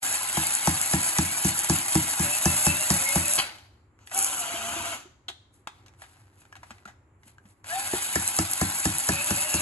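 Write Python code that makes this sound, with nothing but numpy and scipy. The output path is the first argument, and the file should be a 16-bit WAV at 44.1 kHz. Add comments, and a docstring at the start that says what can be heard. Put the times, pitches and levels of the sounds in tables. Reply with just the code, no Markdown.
"""A ball hone, a brush of gritty balls on stalks, hisses and rasps in the bores of an iron engine block.
A whining cordless drill spins it, and each down stroke ends in a knock that booms through the bench.
Between two bores the drill stops with a clatter and spins the hone briefly on the next rim;
then its chuck is gripped and clicked tight. The workshop echoes and rumbles softly behind it all."""
import sys
import numpy as np
from scipy import signal
from scipy.fft import rfft, irfft, next_fast_len
from scipy.io import wavfile
from scipy.ndimage import map_coordinates

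SR = 44100
rng = np.random.default_rng(int(sys.argv[2]) if len(sys.argv) > 2 else 0)


def log_audio(samples):
    """Write samples as a 16-bit WAV file to the path given in sys.argv[1]."""
    # one column per channel
    frames = np.atleast_2d(samples).T
    # limit to full scale, then quantise
    limited = np.clip(frames, -1, 1)
    pcm = np.round(limited * 32767).astype(np.int16)
    wavfile.write(sys.argv[1], SR, pcm)


N = 423801
FFT_SIZE = next_fast_len(N + SR)
TIME, FREQS = np.arange(N) / SR, np.maximum(np.fft.rfftfreq(FFT_SIZE, 1 / SR), 1)
SECOND_BORE_S = 4   # work on the second bore starts here

# tone colour of the workshop's rumble: (frequency [Hz], level [dB])
RUMBLE_COLOUR = [(15, -39.5), (25, -20), (96, 10.5), (165, -10.5), (397, -4.5), (648, -18), (1090, -16),
                 (1520, -22.5), (2240, -25.5), (5390, -59.5), (7350, -31), (9030, -56.5), (10500, -39),
                 (12000, -55), (15600, -76.5), (22000, -120)]
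# how long echoes ring; a ring time is the time to fade by 60 dB: (frequency [Hz], ring time [s])
ROOM_RING_TIMES = [(100, 1), (500, 0.54), (2500, 0.45), (6000, 0.65), (12000, .28)]
# how far the left microphone's wave is ahead of the right one's: (frequency [Hz], phase [rad])
MIC_PHASE = [(50, 0), (700, .3), (1400, .9), (1950, 3), (2750, .7), (3500, 1.7), (4500, 1.6), (5400, 3.1),
             (6200, 1.1), (6900, 0), (7600, -.8), (8200, -1.9), (8550, -2.85), (9450, -3.35), (10300, -4.9),
             (11000, -6.1), (11700, -6.28)]

# tone colour of the drill's plastic shell: (frequency [Hz], level [dB])
SHELL_COLOUR = [(120, -22), (400, -17.5), (750, 3.5), (1100, -4), (1650, 3), (2200, -4.5), (3100, -10),
                (4600, -15.5), (7000, -12), (11000, -23.5), (13000, -29)]
# short rattles of the spindle lock, loose balls and chuck:
# (time [s], level [dB], fade time [s], sleeve ring offset [dB], treble offset [dB])
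RATTLES = [(3.379, -35, 0.006, -19, 10), (3.387, -30.5, .009, -26, 3), (3.585, -51.5, .002, -18, 9),
           (3.990, -56, .002, -19, -2), (4.073, -46, .002, -19, 10), (4.097, -57, .0015, -20, 17),
           (4.114, -37.5, .008, -20, -6), (5.283, -46, 0.0065, 11.5, 9), (5.289, -43.5, 0.0028, 2, 12),
           (5.300, -41, 0.0032, -8, 0), (5.673, -28, 0.002, -14, -3), (5.862, -59, 0.0035, -23, 15),
           (5.882, -59.5, 0.0032, -23, 13.5), (6.019, -43, 0.0054, -30, -14), (6.038, -49, .01, -21, -16),
           (6.418, -52.5, 0.0035, -20, -9), (6.452, -51, 0.0025, -21, -9), (6.526, -44, 0.0015, -24, 2),
           (6.554, -43, .0025, -22, -4), (6.564, -45, .005, -18, -2), (6.632, -44.5, 0.0063, -25, -19),
           (6.706, -38, 0.0059, -28, -9), (6.782, -53, .004, -15.5, -10), (6.854, -42.5, .006, -26.5, -6),
           (6.876, -47.5, 0.02, -25, -17), (7.233, -53, 0.0032, -20, -8), (7.383, -53, 0.0015, -19, -11),
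           (7.454, -58.5, 0.01, -21, -13), (7.643, -46, .004, -22, 6)]
# notes of the chuck's steel sleeve: (pitch [Hz], ring time [s])
SLEEVE_NOTES = [(3400, 0.012), (3600, .018), (3850, .008)]
# notes of the chuck's steel jaws: (pitch [Hz], level [dB], ring time [s])
JAW_NOTES = [(3278, 0, .16), (3435, -2, .3), (3660, -2.5, .22), (3838, -9, .3), (4091, -5, .3)]
# blows that set the jaws ringing: (time [s], level [dB])
JAW_HITS = [(5.285, -48.5), (5.673, -55), (6.02, -65)]
# bumps and pings of handling, and the hollow knocks of the first two strokes in the second bore:
# (time [s], level [dB], pitch [Hz], ring time [s])
BUMPS_AND_KNOCKS = [(4.540, -29.5, 330.6, 0.049), (4.762, -34, 336, .16), (4.80, -39, 230, .12),
                    (4.945, -44.5, 241.7, 0.058), (5.055, -42, 370, 0.1), (5.293, -44, 376, 0.1),
                    (5.672, -29, 663, .018), (5.673, -27, 860, 0.021), (6.528, -37, 1669, .03),
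                    (6.556, -42, 1650, .025), (6.631, -38.5, 960, .03), (6.708, -43, 227, 0.085),
                    (6.707, -40, 1483, .02), (6.857, -43, 207.6, 0.075), (6.856, -32, 1394, .025),
                    (7.262, -50, 230, .09), (7.383, -42, 1620, .028), (7.453, -46, 205, .09),
                    (7.935, -19, 356, 0.063), (7.936, -16.5, 440, .06), (7.934, -26, 850, .05),
                    (8.160, -18.5, 409, .06)]
# notes of the hone's steel shaft, damped by its balls: (pitch [Hz], level [dB], ring time [s])
SHAFT_NOTES = [(775, -3, .035), (1060, -2, .04), (1400, -8, .04), (1660, -3.5, .05), (1901, -11, .12),
               (2190, -1.5, .065), (2560, -.5, .07), (2930, 0, .06), (3076, -1.5, .08), (3260, -2.5, .045),
               (4043, -4, .055), (4238, -3.5, .06), (4550, -3.5, .065), (4737, -3, .055), (5820, -4, .025),
               (6050, -5, .025)]
# blows to the shaft as the spindle locks: (time [s], level [dB])
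SHAFT_HITS = [(3.3795, -32), (3.386, -27), (3.3885, -27), (3.3915, -26), (3.3985, -26.5), (3.419, -37),
              (3.494, -48)]

# trigger pulls: (pulled [s], released [s], run-up time [s], braking time [s], whine level [dB])
TRIGGER_PULLS = [(-1, 3.43, .038, .16, -53.5), (4.1, 4.93, .018, .095, -46),
                 (7.632, 9.7, .038, .095, -53.5)]
# tones in the motor's whine: (pitch [multiple of motor speed], level [dB])
MOTOR_TONES = [(1, -23), (2, -0.5), (4, -14.5)]
# the motor sings out as it runs up:
# (time [s], pitch [multiple of motor speed], level [dB], rise [s], fall [s])
MOTOR_SURGES = [(4.175, 2, -32, .018, .022), (4.175, 1, -44, .015, .02), (7.725, 5, -31, .016, .018),
                (7.752, 2, -30, .022, .045)]

# the hone hits the bottom of a stroke: (time [s], clank level [dB], boom level [dB],
# tip crack level [dB], boom hardness [dB/octave], clank brightness [dB/octave])
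STROKE_ENDS = [(0.371, -13.5, -29.3, -27, 1.5, -2), (0.673, -7.5, -23, -15.5, -.7, -4),
               (0.935, -13, -23.7, -20.5, -1, 3), (1.185, -11.5, -22, -13.5, -2, 3),
               (1.447, -21, -23.8, -21, 0, -1), (1.697, -13, -21, -15, 0, 0),
               (1.953, -16, -21.2, -14, 2.5, 4), (2.196, -20, -25, -21, -3, 0),
               (2.456, -11, -20.8, -14.5, -2.5, -1), (2.666, -9, -22.8, -14, -2.5, -5),
               (2.903, -10, -23.7, -12, -2, -1), (3.157, -14, -23.8, -23.5, -1, -1),
               (7.934, -27.5, -42, -36, 0, -2), (8.156, -22, -30, -17.5, 0.5, 7),
               (8.388, -18.5, -26, -14, 1, -3), (8.613, -18.5, -23.5, -16.5, -.5, -2),
               (8.854, -23, -24.8, -15, 1, 2), (9.089, -18, -25, -18, 1, 1), (9.306, -28, -28, -21, -.5, 3),
               (9.541, -27.5, -29, -21.5, 0, 0)]
# notes of the block on its bench:
# (pitch [Hz], ring time [s], level from the first bore [dB], level from the second bore [dB])
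BLOCK_NOTES = [(86, 0.23, -3.5, -3), (104.9, .22, -15, -2), (134.5, 0.22, -18.5, -11),
               (158.6, 0.175, -2.3, -9), (184.6, 0.097, 3, 3.5), (211, 0.13, -19.5, -3.5),
               (277, 0.12, -7, -3.5), (324, 0.13, -1, -.5), (395, 0.055, -45, 2), (690, 0.055, -17, 0),
               (756, 0.05, -10, 3.5), (826, 0.034, 0.5, -2.5), (993, 0.07, -12.5, -8),
               (1350, 0.04, -12, -1), (1719, 0.047, -4, 7)]
# tone colour of the crack of the hone's tip: (frequency [Hz], level [dB])
TIP_COLOUR = [(450, -34), (800, -5), (1700, -0.5), (2600, -8), (4000, -7.5), (5000, 4), (6500, 5),
              (8000, 3.5), (10500, -0.5), (11600, -4.5), (12300, -21.5)]
# tone colour of the balls clacking together: (frequency [Hz], level [dB])
CLACK_COLOUR = [(300, -30), (560, -10), (720, 0), (950, -1), (1200, -13), (2500, -28), (6000, -50)]
# tone colour of the bench shuddering after a boom: (frequency [Hz], level [dB])
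SHUDDER_COLOUR = [(45, -40), (85, -9), (150, 0), (240, -6), (330, -5), (420, -22), (600, -32), (2000, -65)]

# the hone's steady work, before trigger and strokes shape it:
# (time [s], motor speed [turns/s], hiss level [dB], rasp level [dB])
HONE_WORK = [(0.05, 395, -30, -38), (1.0, 405, -31.3, -40), (2.13, 420, -31.3, -40),
             (2.26, 296, -29, -38.5), (2.45, 316, -29, -38.5), (2.58, 299, -28.7, -38.5),
             (2.88, 302, -28.5, -38.3), (3.05, 268, -30.3, -39), (3.37, 305, -26.3, -39),
             (3.49, 300, -43.5, -38.5), (4.12, 400, -38, -44), (4.17, 398, -28, -39),
             (4.23, 400, -23, -37.5), (4.29, 390, -32.5, -39.5), (4.38, 365, -32.5, -39.5),
             (4.405, 360, -27.5, -39.5), (4.425, 352, -35, -39.5), (4.5, 343, -38.3, -38.5),
             (4.92, 341, -38.3, -38), (7.68, 385, -35, -40), (7.735, 378, -36.3, -41.3),
             (7.79, 406, -36.3, -41.3), (8.25, 415, -33.4, -42), (9.03, 420, -32.7, -41.7),
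             (9.12, 286, -32.7, -40), (9.55, 300, -31, -40.3)]
# glove and sleeve brush the drill: (time [s], hiss level [dB], rasp level [dB], rise [s], fall [s])
GLOVE_RUBS = [(5.29, -55, -60, .004, .018), (5.54, -62, -72, .008, .04), (5.77, -76, -66, .04, .06),
              (6.02, -59, -59.5, .025, .14), (6.40, -61, -67, .025, .04), (6.71, -65, -62, .09, .08),
              (7.28, -58, -61, .025, .03), (7.49, -63, -68, .03, .045)]
# stalks brush the second rim: (time [s], hiss level [dB], rasp level [dB], rise [s], fall [s])
RIM_RUBS = [(4.01, -78, -63, .012, .07), (4.07, -52, -67, .005, .04)]
# a ball sticks and squeaks on the wall: (time [s], level [dB], pitch [Hz], rise [s], fall [s])
BALL_SQUEAKS = [(2.335, -33, 2640, .016, .012), (2.49, -32, 2650, .022, .022),
                (2.685, -29, 2635, .01, .048), (2.82, -37, 2740, .014, .014), (3.075, -31, 2149, .025, .04),
                (3.25, -33, 2600, .012, .014)]
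# single balls snap against an edge of the bore: (time [s], level [dB])
BALL_SNAPS = [(0.4693, -17), (0.5511, -10), (0.8145, -10.5), (1.5913, -15), (1.7865, -14.5),
              (3.0889, -16.5), (3.2819, -13), (3.3364, -15.5), (3.3558, -13), (4.147, -19), (4.1769, -17),
              (4.19, -13), (4.2264, -16), (4.2453, -9.5), (8.2776, -13.5), (8.5135, -18.5), (8.5345, -14.5),
              (8.984, -16.5), (9.2444, -18), (9.413, -17)]
# tone colour of the grit's hiss: (frequency [Hz], level [dB])
HISS_COLOUR = [(3500, -24), (5000, -9.5), (6200, -3.5), (7000, 1), (8000, 4.5), (10300, 3.5), (11200, 3.5),
               (11700, -4), (12100, -22.5)]
# tone colour of the rasp inside a bore: (frequency [Hz], level [dB])
BORE_RASP_COLOUR = [(45, -22), (90, -9), (250, -9), (335, -5), (480, -8), (630, -3.5), (830, 3),
                    (1100, -5.5), (1680, .3), (1950, -2.5), (2250, -2), (2600, -5), (2900, -6), (3400, -7),
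                    (4000, -5.8), (4800, -8), (7000, -18)]
# tone colour of the rasp on the rim: (frequency [Hz], level [dB])
RIM_RASP_COLOUR = [(45, -22), (90, -9), (250, -6), (335, -3), (480, -4), (630, -3), (800, 3), (1100, -3),
                   (1400, 2), (1900, -6), (2300, -4), (3050, -1.5), (3400, -7.5), (4400, -10),
                   (5300, -13.5), (6150, -4.5), (7200, -5), (9000, -22)]


def from_db(db):
    """Turn decibels into a number to multiply by."""
    return 10 ** (np.asarray(db) / 20)


def unit_level(x):
    """Scale a signal so that its average strength (rms) is 1."""
    return x / np.sqrt(np.mean(x ** 2) + 1e-20)


def over_time(rows):
    """Join the rows of a timed table into one curve per column."""
    times, *columns = np.transpose(rows)
    return [np.interp(TIME, times, column) for column in columns]


def at_hz(table, hz):
    """Look up a frequency in a table, with octaves evenly spaced."""
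    freqs, values = np.transpose(table)
    return np.interp(np.log(hz), np.log(freqs), values)


def drift(rate):
    """A random wander of size 1 that changes about rate times a second."""
    return unit_level(np.interp(TIME * rate, np.arange(N), rng.standard_normal(N)))


def coloured(x, colour):
    """Give a sound a tone colour; white noise keeps its level."""
    cepstrum = irfft(np.log(unit_level(from_db(at_hz(colour, FREQS)))), FFT_SIZE)
    # folding this way makes the filter ring after a hit, never before it
    cepstrum[1:FFT_SIZE // 2] *= 2
    cepstrum[FFT_SIZE // 2 + 1:] = 0
    return irfft(rfft(x, FFT_SIZE) * np.exp(rfft(cepstrum)), FFT_SIZE)[..., :N]


def ring(clicks, hz, ring_s):
    """Each click starts a fading pure tone as strong as the click."""
    decay, step = from_db(-60 / (ring_s * SR)), 2 * np.pi * hz / SR
    return signal.lfilter([0, np.sin(step)], [1, -2 * decay * np.cos(step), decay ** 2], clicks + 1e-18)


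def high_pass(x, hz):
    """Turn down everything below hz."""
    return signal.sosfilt(signal.butter(2, hz, "high", fs=SR, output="sos"), x)


def bursts(times, levels_db, fade_s):
    """Rough contacts: noise that starts at once and dies away."""
    envelope = np.zeros(N)
    for at, db, fade in zip(times, levels_db, fade_s * np.ones(len(times))):
        span = envelope[int(at * SR):][:SR // 4]
        span += from_db(db) * np.exp(-TIME[:len(span)] / max(fade, 1e-4))
    return envelope * rng.standard_normal(N)


def grains(per_s, spread_db):
    """Tiny impacts of uneven size at random times."""
    sizes = from_db(spread_db * np.minimum(rng.exponential(1, N), 6))
    return unit_level(sizes * rng.choice([-1, 1], N) * (rng.random(N) < per_s / SR))


def swell(at, rise_s, fall_s):
    """A curve that grows to a sharp peak of 1 and dies away."""
    out = np.zeros(N)
    near = slice(*np.searchsorted(TIME, [at - 10 * rise_s, at + 10 * fall_s]))
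    out[near] = np.exp(-np.maximum((at - TIME[near]) / rise_s, (TIME[near] - at) / fall_s))
    return out


def swells(times, rise_s, fall_s):
    """The same swell at each of the times."""
    return sum(swell(at, rise_s, fall_s) for at in times)


def hump(at, rise_s, fall_s):
    """A curve with a rounded peak of 1."""
    distance = np.maximum((at - TIME) / rise_s, (TIME - at) / fall_s)
    return np.exp(-.5 * np.minimum(distance, 10) ** 2)


def workshop_rumble():
    """Low, steady noise, a little different on the left and right."""
    middle, side = coloured(rng.standard_normal((2, N)), RUMBLE_COLOUR)
    width = (.12 * side + .7 * high_pass(side, hz=600)) * np.array([[1], [-1]])
    return from_db(-58.3 + 1.2 * drift(rate=9)) * (middle + width)


def workshop_echoes(x):
    """A wash of echoes, different at each microphone; the bass lasts longest."""
    tail, t = 0, TIME[:SR * 3 // 4]
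    edges_hz = np.geomspace(50, 14000, 9)
    for low, high in zip(edges_hz, edges_hz[1:]):
        band_filter = signal.butter(2, [low, high], "band", fs=SR, output="sos")
        band = signal.sosfilt(band_filter, rng.standard_normal((2, len(t))))
        tail = tail + band * from_db(-60 * t / at_hz(ROOM_RING_TIMES, np.sqrt(low * high)))
    tail = tail * (t > .003) * (1 + 5.4 * np.exp(-t / .012))   # bench and body reflect first
    echoes = signal.fftconvolve(x[None], unit_level(tail) / np.sqrt(len(t)), axes=1)[:, :N]
    # the moving tool and arm keep changing the echo paths
    return np.array([map_coordinates(side, [(TIME + .0005 * drift(rate=9)) * SR], order=3)
                     for side in echoes])


def microphones(x):
    """Direct sound reaches the left and right microphones out of step."""
    right = irfft(rfft(x, FFT_SIZE) * np.exp(-1j * at_hz(MIC_PHASE, FREQS)), FFT_SIZE)[:N]
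    return np.array([x, right])


def loose_parts():
    """Small loose parts tick at random while the drill is handled."""
    handled = (TIME > 5.8) & (TIME < 6.92)
    return from_db(-70) * coloured(handled * grains(per_s=70, spread_db=2.2), SHELL_COLOUR)


def bumps_and_knocks():
    """Short rings: handling bumps and pings, and hollow knocks on the second bore's first two strokes."""
    out = sum(from_db(db) * ring(signal.unit_impulse(N, int(at * SR)), hz, ring_s)
              for at, db, hz, ring_s in BUMPS_AND_KNOCKS)
    return high_pass(out, hz=130)


def chuck():
    """Small catches rattle through the plastic shell and ring the steel sleeve and jaws."""
    times, db, fade_s, sleeve_db, treble_db = np.transpose(RATTLES)
    shell = coloured(bursts(times, db, fade_s), SHELL_COLOUR)
    treble = high_pass(coloured(bursts(times, db + treble_db, fade_s), SHELL_COLOUR), hz=2490)
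    strikes = bursts(times, db + sleeve_db, fade_s)
    sleeve = .15 * sum(ring(strikes, hz, ring_s) for hz, ring_s in SLEEVE_NOTES)
    snaps = sum(from_db(hit_db) * signal.unit_impulse(N, int(at * SR)) for at, hit_db in JAW_HITS)
    jaws = sum(from_db(note_db) * ring(snaps, hz, ring_s) for hz, note_db, ring_s in JAW_NOTES)
    return from_db(3) * (shell + treble + sleeve) + jaws


def spindle_lock():
    """The shaft clatters to a halt; each blow rings its notes in a different mix."""
    times, db = np.transpose(SHAFT_HITS)
    out = np.zeros(N)
    for hz, note_db, ring_s in SHAFT_NOTES:
        strengths = from_db(db + note_db + rng.normal(0, 1.5, len(times)))
        starts = times + rng.uniform(0, 1 / hz, len(times))
        blows = np.zeros(N)
        blows[(starts * SR).astype(int)] = strengths
        out += ring(blows, hz, ring_s)
    return out


def spin():
    """Share of working speed: the motor runs up at each trigger pull and brakes on release."""
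    share = np.zeros(N)
    for pulled, released, run_up_s, brake_s, _ in TRIGGER_PULLS:
        t = TIME[TIME > pulled]
        run_up = 1 - np.exp((pulled - t) / run_up_s)
        share[TIME > pulled] = run_up * np.exp(-np.maximum(t - released, 0) / brake_s)
    return share


def stroke_spans():
    """Start and end time of each full up-and-down stroke within one bore."""
    times = [row[0] for row in STROKE_ENDS]
    return [(a, b) for a, b in zip(times, times[1:]) if (a < SECOND_BORE_S) == (b < SECOND_BORE_S)]


def stroke_speed(depth=.03, fastest_at=.75):
    """The motor slows after the bottom of each stroke and recovers before the next."""
    swing = np.zeros(N)
    for start, end in stroke_spans():
        inside = (TIME >= start) & (TIME < end)
        progress = (TIME[inside] - start) / (end - start)
        swing[inside] = np.cos(2 * np.pi * (progress - fastest_at))
    return 1 + depth * swing


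def gear_squeal(speed, angle, teeth=9, case_hz=2630, width_hz=220):
    """The gear teeth squeal when they meet at the rate at which their case rings."""
    roughness = .8 * drift(rate=450)   # the teeth sit loosely
    in_tune = 1 / (1 + ((teeth * speed - case_hz) / width_hz) ** 2)
    db = np.where(TIME < SECOND_BORE_S, -44, -36.5) + 3.9 * drift(rate=55)
    return in_tune * from_db(db) * np.sin(teeth * angle + roughness)


def drill(free_turns_per_s=410):
    """Motor and gear tones sag and waver; the whine grows as the hone drags the motor down."""
    working_speed, turning = over_time(HONE_WORK)[0], spin()
    speed = working_speed * turning * stroke_speed()
    strain_db = 34 * (1 - working_speed / free_turns_per_s)
    pull_db = np.zeros(N)
    for pulled, *_, db in TRIGGER_PULLS:
        pull_db[TIME > pulled] = db
    angle = 2 * np.pi * np.cumsum(speed * (1 + .011 * drift(rate=150))) / SR
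    whine = sum(from_db(db + 3.4 * drift(rate=70)) * np.sin(k * angle) for k, db in MOTOR_TONES)
    surges = sum(from_db(db + 1.5 * drift(rate=90)) * hump(at, rise_s, fall_s) * np.sin(k * angle)
                 for at, k, db, rise_s, fall_s in MOTOR_SURGES)
    running = from_db(pull_db + strain_db) * whine + gear_squeal(speed, angle)
    # a slower gear hums while the hone spins on the rim
    hum = from_db(-49) * hump(at=4.66, rise_s=.08, fall_s=.08) * np.sin(2 / 3 * angle)
    return turning ** 3.6 * running + surges + hum


def block_ring():
    """Each stroke booms in the bench (low notes) and clanks in the iron (high notes)."""
    out = np.zeros(N)
    for at, clank_db, boom_db, _, hardness, brightness in STROKE_ENDS:
        for hz, ring_s, first_db, second_db in BLOCK_NOTES:
            if hz < 500:
                db = boom_db + 4.5 + hardness * np.log2(hz / 160)
            else:
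                db = clank_db - 7.2 + brightness * np.log2(hz / 830)
            db += (first_db if at < SECOND_BORE_S else second_db) + rng.normal(0, 1.5)
            pitch = hz * (1 + .018 * rng.normal())   # the block rocks, so each blow is tuned anew
            arrival = at + .045 / np.sqrt(hz)   # low bending waves travel slowest
            span = out[int(arrival * SR):][:SR // 2]
            span += from_db(db) * ring(signal.unit_impulse(len(span)), pitch, ring_s)
    return high_pass(high_pass(out, hz=68), hz=64)


def stroke_knocks():
    """The hone hits bottom: the block rings, the tip cracks, the balls clack, the bench shudders."""
    ringing = block_ring()
    times, clank_db, boom_db, tip_db, *_ = np.transpose(STROKE_ENDS)
    crack = coloured(bursts(times, tip_db + 2.6, fade_s=.0017), TIP_COLOUR)
    clack = coloured(bursts(times + .001, clank_db - 17, fade_s=.006), CLACK_COLOUR)
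    shudder_db = boom_db + np.where(times < SECOND_BORE_S, -11.5, -13)
    shudder = coloured(bursts(times + .028, shudder_db, fade_s=.055), SHUDDER_COLOUR)
    return ringing + crack + clack + shudder


def squeaks():
    """A ball sticks and slips on the wall, making a short, rough tone."""
    waver = .4 * drift(rate=90) + .35 * drift(rate=500)
    rough_db = 2.2 * drift(rate=160)
    return sum(from_db(db + rough_db) * hump(at, rise_s, fall_s) * np.sin(2 * np.pi * hz * TIME + waver)
               for at, db, hz, rise_s, fall_s in BALL_SQUEAKS)


def wobble():
    """The unbalanced hone shakes the drill when it spins clear of the bore."""
    shake = unit_level(high_pass(ring(rng.standard_normal(N), hz=85.5, ring_s=.055), hz=70))
    return high_pass(from_db(-48.5) * swell(at=4.8, rise_s=.13, fall_s=.09) * shake, hz=55)


def stalk_rattle(balls=56, hops_per_s=17):
    """Balls hop on the wall and each rings briefly on its stalk, at a pitch of its own."""
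    out = np.zeros(N)
    for hz in np.geomspace(950, 4900, balls):
        hops = rng.integers(0, N, int(hops_per_s * N / SR))
        hop_db = 3.8 * np.minimum(rng.exponential(1, len(hops)), 3)
        clicks = np.zeros(N)
        clicks[hops] = from_db(hop_db) * rng.choice([-1, 1], len(hops))
        out += np.sqrt(hz) * ring(clicks, hz * rng.uniform(.99, 1.01), ring_s=.065)
    return unit_level(out)


def rubbing_strength():
    """Hiss and rasp follow the spin and swell with each stroke; light rubs add to them between bores."""
    _, hiss_db, rasp_db = over_time(HONE_WORK)
    bottoms = [row[0] for row in STROKE_ENDS]
    tops = [start + .6 * (end - start) for start, end in stroke_spans()]
    hiss_db += 4.5 * swells(bottoms, rise_s=.022, fall_s=.028)
    hiss_db += 2.2 * swells(tops, rise_s=.04, fall_s=.035)   # the balls bite again at the top
    rasp_db += 3.2 * swells(bottoms, rise_s=.018, fall_s=.09)
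    hiss = spin() ** 2.7 * from_db(hiss_db)
    rasp = spin() ** 2 * from_db(rasp_db)
    for at, rub_hiss_db, rub_rasp_db, rise_s, fall_s in GLOVE_RUBS + RIM_RUBS:
        rub = swell(at, rise_s, fall_s)
        hiss += from_db(rub_hiss_db) * rub
        rasp += from_db(rub_rasp_db) * rub
    return hiss, rasp


def hone():
    """Grit cuts the wall in countless ticks as the balls flutter; on the rim they flutter less."""
    hiss_gain, rasp_gain = rubbing_strength()
    on_rim = np.interp(TIME, [3.9, 4, 5.15, 5.25], [0, 1, 1, 0])
    flutter_db = (1.5 * drift(rate=45) + 2 * drift(rate=420)) * (1 - .45 * on_rim)
    grit = hiss_gain * from_db(flutter_db + 1) * grains(per_s=18000, spread_db=1.9)
    snap_times, snap_db = np.transpose(BALL_SNAPS)
    snaps = bursts(snap_times, snap_db + 3, fade_s=.0009)
    hiss = coloured(grit + snaps, HISS_COLOUR)
    scrape = rasp_gain * from_db(.7 * flutter_db + .1) * grains(per_s=6000, spread_db=2.5)
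    rattle = rasp_gain * spin() * from_db(-7) * stalk_rattle()
    bore_rasp = coloured((scrape + rattle) * (1 - on_rim), BORE_RASP_COLOUR)
    rim_rasp = coloured((scrape + rattle) * on_rim, RIM_RASP_COLOUR)
    shaft_push = from_db(-44.5) * scrape * (1 - .4 * on_rim)   # scraping rings the steel shaft
    shaft = sum(from_db(db) * ring(shaft_push, hz, ring_s) for hz, db, ring_s in SHAFT_NOTES)
    return hiss, bore_rasp + rim_rasp + shaft + wobble() + squeaks()


def scene():
    """Hone, drill and block stand close; the workshop answers from all round."""
    hiss, rasp = hone()
    whine = drill()
    knocks = stroke_knocks() + bumps_and_knocks() + spindle_lock()
    clicks = chuck() + loose_parts()
    direct = hiss + rasp + whine + high_pass(knocks, hz=40.7) + clicks
    to_room = (from_db(-17.5) * hiss + from_db(-4) * high_pass(rasp, hz=296) + from_db(-8.5) * whine
               + from_db(-7.5) * clicks + from_db(-9.5) * high_pass(knocks, hz=400))
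    stereo = microphones(direct) + workshop_echoes(to_room)
    # the left microphone is more open in the middle range
    mids = signal.sosfilt(signal.butter(1, [1000, 6000], "band", fs=SR, output="sos"), stereo)
    return stereo + mids * np.array([[.09], [-.09]]) + workshop_rumble()


def record(dry):
    """The sound fades in quickly, the low middle is hollow, and the highest treble is cut steeply."""
    fade_in_s, hollow_hz, cutoff_hz = .03, 442, 12300
    faded = dry * from_db(-70 * np.maximum(1 - TIME / fade_in_s, 0))
    notched = signal.lfilter(*signal.iirnotch(hollow_hz, Q=2.8, fs=SR), faded)
    hollow = .66 * notched + .34 * faded
    return signal.sosfilt(signal.ellip(10, .2, 80, cutoff_hz, fs=SR, output="sos"), hollow)


dry = scene()
out = record(dry)
log_audio(out)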